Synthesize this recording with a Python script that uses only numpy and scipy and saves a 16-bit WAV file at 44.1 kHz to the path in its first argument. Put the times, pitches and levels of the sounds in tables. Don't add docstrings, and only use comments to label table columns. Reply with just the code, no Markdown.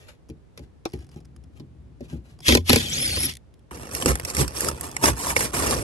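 import sys
import numpy as np
from scipy import signal
from scipy.fft import rfft, irfft, next_fast_len
from scipy.io import wavfile

SR = 44100
rng = np.random.default_rng(int(sys.argv[2]) if len(sys.argv) > 2 else 0)


def transcribe(u):
    v = np.clip(np.atleast_2d(u).T, -1, 1)
    q = np.round(v * 32767).astype(np.int16)
    wavfile.write(sys.argv[1], SR, q)


N = 257087
TIME = np.arange(N) / SR
UNEVEN_DB = 2.5
GRIP_S = 3.708


def from_db(db):
    return 10 ** (np.asarray(db) / 20)


def rms_one(x):
    return x / np.sqrt(np.mean(x ** 2) + 1e-20)


def noise():
    return rng.standard_normal(N)


def drift(rate_hz):
    knots = rng.standard_normal(N // 10)
    return np.interp(TIME * 2 * rate_hz, np.arange(len(knots)), knots) * np.sqrt(3 / 2)


def filtered(x, order, hz, kind):
    return signal.sosfilt(signal.butter(order, hz, kind, fs=SR, output="sos"), x)


def colour(x, spectrum, size=4096):
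    hz, db = np.transpose(spectrum)
    octave, known = np.log2(np.arange(size // 2 + 1) * SR / size + 1), np.log2(hz)
    curve = np.interp(octave, known, db) - 30 * np.abs(octave - np.clip(octave, known[0], known[-1]))
    cepstrum = irfft(np.log(from_db(curve) + 1e-5))
    causal = 2 * cepstrum[:size // 2] * (np.arange(size // 2) > 0)
    response = irfft(np.exp(rfft(causal, size)))
    return signal.oaconvolve(x, response / np.linalg.norm(response))[:N]


def swells(rows, attack_db_per_s, release_db_per_s):
    levels = [db - attack * np.maximum(s - TIME, 0) - release_db_per_s * np.maximum(TIME - s - length, 0)
              for s, length, db, attack in np.broadcast(*np.transpose(rows), attack_db_per_s)]
    return from_db(np.max(levels, axis=0)) + 1e-9


def grains(per_s, spread_db):
    sizes = from_db(spread_db * np.minimum(rng.exponential(1, N), 4))
    signed = rms_one(sizes * rng.choice([-1, 1], N))
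    return signed * (rng.random(N) < per_s / SR) * np.sqrt(SR / per_s)


def bursts(times, levels_db, t60, rise_ms, size=6000):
    out, age = np.zeros(N + size), np.arange(size) / SR
    fade = from_db(-60 * age / t60) * (1 - np.exp(-1000 * age / rise_ms))
    for s, db in zip(times, levels_db):
        out[int(s * SR):][:size] += from_db(db) * fade / fade.max() * rng.standard_normal(size)
    return out[:N]


def pushes(times, levels_db, soft_ms, size=1024):
    out, ms = np.zeros(N + size), np.arange(1, size + 1) * 1000 / SR
    pulse = np.exp(-ms / soft_ms)
    for s, db in zip(times, levels_db):
        out[int(s * SR):][:size] += from_db(db) * pulse / pulse.sum()
    return out[:N]


def ring(force, modes, uneven_db=UNEVEN_DB):
    out = np.zeros(N)
    for k, (hz, db, t60) in enumerate(modes):
        r, w = from_db(-60 / (t60 * SR)), 2 * np.pi * hz / SR
        drive = force * from_db(db + uneven_db * drift(20)) + 1e-18
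        out += (-1) ** k * signal.lfilter([0, np.sin(w)], [1, -2 * r * np.cos(w), r * r], drive)
    return out


# frequency_hz, level_db (levels in all tables are relative)
AIR = [(25, -27), (60, 0.5), (114, -8), (460, -20.5), (1200, -33.5), (5600, -46.5), (11000, -52),
       (16000, -82.5)]

def air():
    mid, side = colour(noise(), AIR), from_db(-1) * colour(noise(), AIR)
    return from_db(-55) * np.array([mid + side, mid - side])


# start_s, length_s, level_db
BRUSH = [(0.0, 0.078, -57), (0.085, 0.02, -53), (0.59, 0.037, -64.5), (0.93, 0.085, -60),
         (1.13, 0.047, -63.5), (1.56, 0.041, -65.5), (2.04, 0.033, -61.5), (2.1, 0.044, -55),
         (2.26, 0.073, -62.5)]
# frequency_hz, level_db
RUSTLE = [(400, 7), (1400, -5), (2600, -2), (6000, -9), (9500, -10), (11200, -6), (14000, -41)]
# start_s, length_s, level_db
LEANS = [(1.0, 1.84, -46), (2.14, 0.0055, -29), (2.8, 0.47, -31.5)]
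# frequency_hz, level_db
BOOM = [(45, -20), (66, 9), (95, -0.5), (145, 3), (190, -5), (260, -3), (350, -7)]

def handling(fade_db_per_s=379):
    strokes = swells(BRUSH, fade_db_per_s, fade_db_per_s) * from_db(UNEVEN_DB * drift(29))
    rustle = strokes * colour(grains(per_s=1300, spread_db=2.0), RUSTLE)
    weight = swells(LEANS, attack_db_per_s=403, release_db_per_s=183)
    rumble = rms_one(filtered(colour(noise(), BOOM), 1, 190, "low"))
    return rustle + from_db(-3.5) * weight * rumble


# start_s, level_db
TICKS = [(0.2905, -43.5), (1.253, -45.5), (1.3629, -43.5), (1.438, -47.5), (2.389, -44), (2.404, -37.5),
         (3.54, -45), (3.592, -52)]
# start_s, end_s, first_gap_s, level_db
COASTS = [(0.8804, 1.22, 0.0088, -50), (3.3093, 3.378, 0.0132, -27.5)]
# frequency_hz, level_db
GEARS = [(410, -15.5), (700, -19.5), (1140, -25), (2190, -8), (2840, -11), (3450, -4.5), (3840, -12),
         (5330, -9.5), (7390, -17), (9600, -9.5), (10700, -10.5), (12200, -18), (13500, -36)]
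# pitch_hz, level_db, t60_s
BIT = [(3270, -25, 0.0776), (5080, 13.5, 0.0036)]
# pitch_hz, level_db, t60_s
MOUNT = [(335, -0.5, 0.06), (738, -7.5, 0.042), (1010, -2.5, 0.0079), (1770, -14, 0.0057)]

def ticks(gap_growth=0.078, chatter_s=0.006, chatter_db=-7):
    coasting = []
    for start, end, gap, level in COASTS:
        times = start + gap * ((1 + gap_growth) ** np.arange(32) - 1) / gap_growth
        coasting += [(t, level) for t in times[times < end]]
    s, db = np.transpose(coasting + list(TICKS))
    twins = s + chatter_s * rng.uniform(-0.82, 1, len(s))
    taps = bursts(np.r_[s, twins], np.r_[db, db + chatter_db], t60=0.013, rise_ms=0.79)
    taps *= from_db(0.88 * drift(40.35))
    clicks = from_db(-11) * filtered(colour(taps, GEARS), 2, 1900, "high")
    resting = taps * (TIME < TRIGGER[0][0])
    return clicks + from_db(-31.5) * ring(resting, BIT) + from_db(-24.5) * ring(resting, MOUNT)


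# start_s, click_db, thud_db
KNOCKS = [(0.299, -42, -35), (0.5752, -31.5, -47), (0.592, -42, -35), (0.9348, -35, -29.5),
          (1.16, -50, -38.5), (1.5976, -42, -35.5), (2.0066, -45, -30), (2.1271, -48, -31.5),
          (3.1705, -20, -29)]
# frequency_hz, level_db
CLANK = [(260, -27.5), (450, 1.5), (850, -26), (1020, -8), (1210, -16.5), (2580, -8.5), (5880, -12),
         (9770, -22), (11000, -8.5), (16000, -56.5)]
# pitch_hz, level_db, t60_s
DECK = [(86.66, -6, 0.46), (156, -8.5, 0.23), (234.2, 0, 0.15), (263.5, -1, 0.13), (315.8, -2.5, 0.086),
        (365.5, -0.5, 0.12), (444.7, -7, 0.13), (569, -5, 0.073), (823, -9.5, 0.1)]

def knocks():
    s, click_db, thud_db = np.transpose(KNOCKS)
    click = from_db(-4) * colour(bursts(s, click_db, t60=0.015, rise_ms=0.33), CLANK)
    shudder = from_db(-3.5) * colour(bursts(s, thud_db, t60=0.25, rise_ms=0.57), BOOM)
    thud = from_db(-0.5) * ring(pushes(s, thud_db, soft_ms=0.58), DECK, uneven_db=4.5)
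    return click + shudder + thud


# start_s, level_db
SEATING = [(0.853, -22)]

def seating():
    s, db = np.transpose(SEATING)
    click = from_db(-5.5) * colour(bursts(s, db, t60=0.012, rise_ms=1.8), CLANK)
    return click + from_db(3) * ring(pushes(s + 0.00434, db, soft_ms=0.08), MOUNT, uneven_db=-0.5)


# start_s, held_s
TRIGGER = [(2.469, 0.078), (2.69, 0.605)]
# time_s, pitch_hz
SPEED = [(2.761, 4645), (2.87, 3280), (2.906, 3070), (2.98, 4780), (3.026, 5347), (3.1, 4510), (3.15, 4354),
         (3.2, 5286), (3.255, 5630), (3.282, 4634)]

def motor(full_speed_hz=5200, teeth=18, gear_db=-31.5, load_db=7.5):
    whine_hz = np.interp(TIME, *np.transpose(SPEED)) * (1 + 0.008 * drift(300))
    speed, phase = whine_hz / full_speed_hz, 2 * np.pi * np.cumsum(whine_hz) / SR
    loose_s, stop_s = SPEED[0][0], SPEED[-1][0]
    load = 1 - np.clip((TIME - loose_s) / 0.073, 0, 1)
    mesh = noise() * (1 + 0.5 * np.cos(phase / teeth)) * from_db(1.4 * drift(82))
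    grind = from_db(load_db * load) * colour(mesh, GEARS)
    rattle = from_db(-9) * rms_one(ring(mesh, DECK))
    octave = from_db(6) * speed ** 5.3 * np.sin(2 * phase)
    fade = np.clip((TIME - loose_s) / 0.12, 0, 1) * np.clip((stop_s - TIME) / 0.017, 0, 1)
    flutter = from_db(1 + 3 * drift(90))
    whine = fade * flutter * (np.sin(phase) + octave)
    squeezes = [(s, held, gear_db) for s, held in TRIGGER]
    running = swells(squeezes, attack_db_per_s=722, release_db_per_s=481.5)
    return running * speed ** 0.97 * (grind + rattle), running * whine


# start_s, level_db
BLOWS = [(2.4812, -4), (2.488, -4), (2.4967, -9), (2.5218, -7), (2.55, -4.5), (2.5712, -13.5),
         (2.6941, -4.5), (2.7015, -7.5), (2.7304, -4), (2.7588, -7)]
# pitch_hz, level_db, t60_s
STEEL = [(1026, -2.5, 0.056), (2165, -5.5, 0.03), (2630, 5, 0.012), (5885, -16.5, 0.01)]

def hammer():
    s, db = np.transpose(BLOWS)
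    crack = bursts(s, db, t60=0.016, rise_ms=0.59)
    steel = from_db(-4.5) * colour(crack, CLANK) + from_db(-35.5) * ring(crack, STEEL)
    boom = from_db(-17) * colour(bursts(s, db, t60=0.07, rise_ms=5.7), BOOM)
    return steel + boom + from_db(-9.5) * ring(pushes(s, db, soft_ms=0.45), DECK)


# centre_s, pitch_hz, level_db
SQUEAKS = [(2.901, 7400, -36), (2.935, 6070, -27), (2.968, 6600, -30.5)]

def squeaks(jitter=0.05, flutter_db=4):
    out = np.zeros(N)
    for s, hz, db in SQUEAKS:
        pitch = hz * (1 + 5 * np.clip(TIME - s, -.02, .02) + jitter * drift(500))
        envelope = from_db(db + flutter_db * drift(250)) * np.exp(-((TIME - s) / 0.012) ** 2)
        out += envelope * np.sin(2 * np.pi * np.cumsum(pitch) / SR)
    return out


# start_s, length_s, attack_db_per_s, fibres_db, backing_db, deck_db, flap_hz, flap_db
PULLS = [(3.94, 0.092, 497, -37.5, -44, -37.5, 510, -40),
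         (4.08, 0.024, 420, -27.5, -30.5, -19.5, 372, -17.5),
         (4.277, 0.032, 600, -38.5, -39, -43, 580, -53), (4.398, 0.016, 332, -24.5, -28, -18.5, 413, -25),
         (4.567, 0.054, 550, -34.5, -39.5, -40, 1660, -52),
         (4.634, 0.061, 298, -34, -32.5, -29.5, 497, -41), (4.835, 0.027, 500, -40, -41, -38.5, 910, -57),
         (5.04, 0.047, 745, -22.5, -24, -19, 970, -31), (5.195, 0.096, 420, -34.5, -41, -33.5, 880, -43.5),
         (5.272, 0.04, 802, -30, -38.5, -31.5, 910, -37.5),
         (5.365, 0.088, 1500, -29, -33.5, -29.5, 1430, -43),
         (5.541, 0.094, 1300, -30.5, -31, -28.5, 990, -44), (5.611, 0.13, 300, -30.5, -28.5, -28, 420, -36),
         (5.747, 0.092, 500, -37, -34.5, -29.5, 484, -36)]
# frequency_hz, level_db
FIBRES = [(1180, -31.5), (2000, -7), (3980, -12.5), (5490, -2), (6640, -4.5), (8780, 0.5), (10300, 4),
          (11300, 3.5), (12500, -13), (13700, -26.5), (16000, -32)]
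# frequency_hz, level_db
BACKING = [(300, -9.5), (480, -2), (740, -8), (990, -6.5), (1300, -11.5), (2100, -19), (2700, -19.5)]

def carpet(flap_q=1.64):
    s, length, attack, fibres_db, backing_db, deck_db, flap_hz, flap_db = np.transpose(PULLS)

    def strain(pull_db, taut_db, release_db_per_s):
        pulls = swells(np.c_[s, length, pull_db], attack, release_db_per_s)
        return np.hypot(pulls, (TIME > GRIP_S) * from_db(taut_db))

    fibres = strain(fibres_db, taut_db=-51.5, release_db_per_s=503)
    backing = strain(backing_db, taut_db=-46, release_db_per_s=423)
    boom = strain(deck_db, taut_db=-41, release_db_per_s=274)
    breaks = grains(per_s=500 + 140000 * fibres, spread_db=2.5)
    clumped = rms_one(breaks * from_db(1.08 * drift(130)))
    crackle = from_db(2) * colour(clumped * fibres, FIBRES)
    crackle += from_db(-1.5) * colour(clumped * backing, BACKING)
    for pull, rise, hz in zip(np.c_[s, length, flap_db], attack, flap_hz):
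        peak = signal.iirpeak(hz, flap_q, fs=SR)
        flap = rms_one(signal.lfilter(*peak, signal.lfilter(*peak, clumped)))
        crackle += from_db(-4) * swells([pull], rise, release_db_per_s=423) * flap
    return crackle + from_db(-2.5) * colour(breaks * boom, BOOM)


# start_s, crack_db, backing_db, deck_db, pitch_hz
SNAPS = [(3.711, -41, -40.5, -34.5, 1140), (3.9492, -13, -53.5, -59, 2840),
         (4.0236, -20, -25.5, -19.5, 2950), (4.059, -4.5, -14, -8.5, 484), (4.1546, -15, -30, -48, 1620),
         (4.198, -18.5, -33.5, -52, 2100), (4.2495, -15, -37, -49, 2110), (4.301, -18, -36, -46, 2260),
         (4.349, -14.5, -33, -51, 1940), (4.367, -14, -27, -44, 2140), (4.4789, -16.5, -39, -42, 1410),
         (4.6067, -10.5, -34, -40, 1700), (4.6454, -15.5, -37, -36, 1880), (4.6857, -10, -29.5, -33, 1310),
         (4.8098, -18, -41, -50, 2000), (4.9661, -16, -29.5, -40, 2040), (5.0392, -15, -14, -36, 970),
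         (5.0568, -6, -19.5, -25, 1490), (5.2682, -17, -29, -41, 1000), (5.303, -23, -27.5, -38, 2270),
         (5.3642, -14.5, -19.5, -32, 2220), (5.4069, -13, -18, -32, 2140), (5.547, -29, -30.5, -43, 2420),
         (5.7088, -12.5, -33, -19, 2350)]

def snaps(small_per_s=9, ring_t60_s=0.012):
    s, crack_db, backing_db, deck_db, ring_hz = np.transpose(SNAPS)
    small_s = TIME[(rng.random(N) < small_per_s / SR) & (TIME > GRIP_S)]
    small_db = -32 + UNEVEN_DB * rng.standard_normal(len(small_s))
    cracks = bursts(np.r_[s, small_s], np.r_[crack_db, small_db], t60=0.011, rise_ms=0.14)
    flick = from_db(-0.7) * colour(bursts(s, backing_db, t60=0.014, rise_ms=0.052), BACKING)
    age = np.arange(1024) / SR
    for start, db, hz in zip(s, backing_db, ring_hz):
        fade = from_db(db + 8 - 60 * age / ring_t60_s)
        flick[int(start * SR):][:len(age)] += fade * np.sin(2 * np.pi * hz * age)
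    thump = from_db(-10) * ring(pushes(s, deck_db, soft_ms=0.34), DECK)
    return from_db(-4.96) * colour(cracks, FIBRES) + flick + thump


def later(x, ms):
    size = next_fast_len(N + 2048, True)
    hz = np.arange(size // 2 + 1) * SR / size
    return irfft(rfft(x, size) * np.exp(-2j * np.pi * hz * ms / 1000), size)[:N]


def place(x, lag_ms, low_lag_ms, pan_db, scatter_db, scatter_t60, shade_hz, shade_db, hull_db, shift_hz,
          beamed=0, count=6, size=2000):
    direct = x + beamed
    bent = signal.sosfiltfilt(signal.butter(4, 3480, "low", fs=SR, output="sos"), direct)
    right = later(direct - bent, lag_ms) + later(bent, low_lag_ms)
    tails = rng.standard_normal((count, 2, size)) * from_db(-60 * np.arange(size) / (SR * scatter_t60))
    tails /= np.linalg.norm(tails, axis=2, keepdims=True)
    tails = filtered(tails, 2, [480, 6000], "band") + from_db(hull_db) * filtered(tails, 1, 300, "low")
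    scattered = sum(signal.oaconvolve(x[None], pair, axes=1)[:, :N] * np.cos(np.pi * drift(shift_hz))
                    for pair in tails)
    both = np.array([direct, right]) + from_db(scatter_db) * scattered * np.sqrt(2 / count)
    band = signal.lfilter(*signal.iirpeak(shade_hz, 2, fs=SR), both)
    shaded = both + band * (from_db([[-shade_db / 2], [shade_db / 2]]) - 1)
    return shaded * from_db([[pan_db / 2], [-pan_db / 2]])


def scene():
    gears, whine = motor()
    driver = place(gears + squeaks() + hammer(), lag_ms=0.1596, low_lag_ms=0.25, pan_db=0.1,
                   scatter_db=1.84, scatter_t60=0.026, shade_hz=724, shade_db=-6.0,
                   hull_db=-19.5, shift_hz=10, beamed=whine)
    hand = place(knocks() + seating() + handling(), lag_ms=0.16, low_lag_ms=0.26, pan_db=2.0,
                 scatter_db=1.0, scatter_t60=0.052, shade_hz=4400, shade_db=2.5,
                 hull_db=-13, shift_hz=3)
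    tearing = place(carpet() + snaps(), lag_ms=0.238, low_lag_ms=0.3, pan_db=-0.96,
                    scatter_db=2.5, scatter_t60=0.024, shade_hz=5200, shade_db=8.5,
                    hull_db=-9.5, shift_hz=12)
    return air() + hand + ticks() + driver + tearing


def record(dry, ceiling=1.3, stop_hz=17300):
    rounded = ceiling * np.tanh(dry / ceiling)
    return signal.sosfilt(signal.cheby2(16, 70, stop_hz, fs=SR, output="sos"), rounded)


dry = scene()
out = record(dry)
transcribe(out)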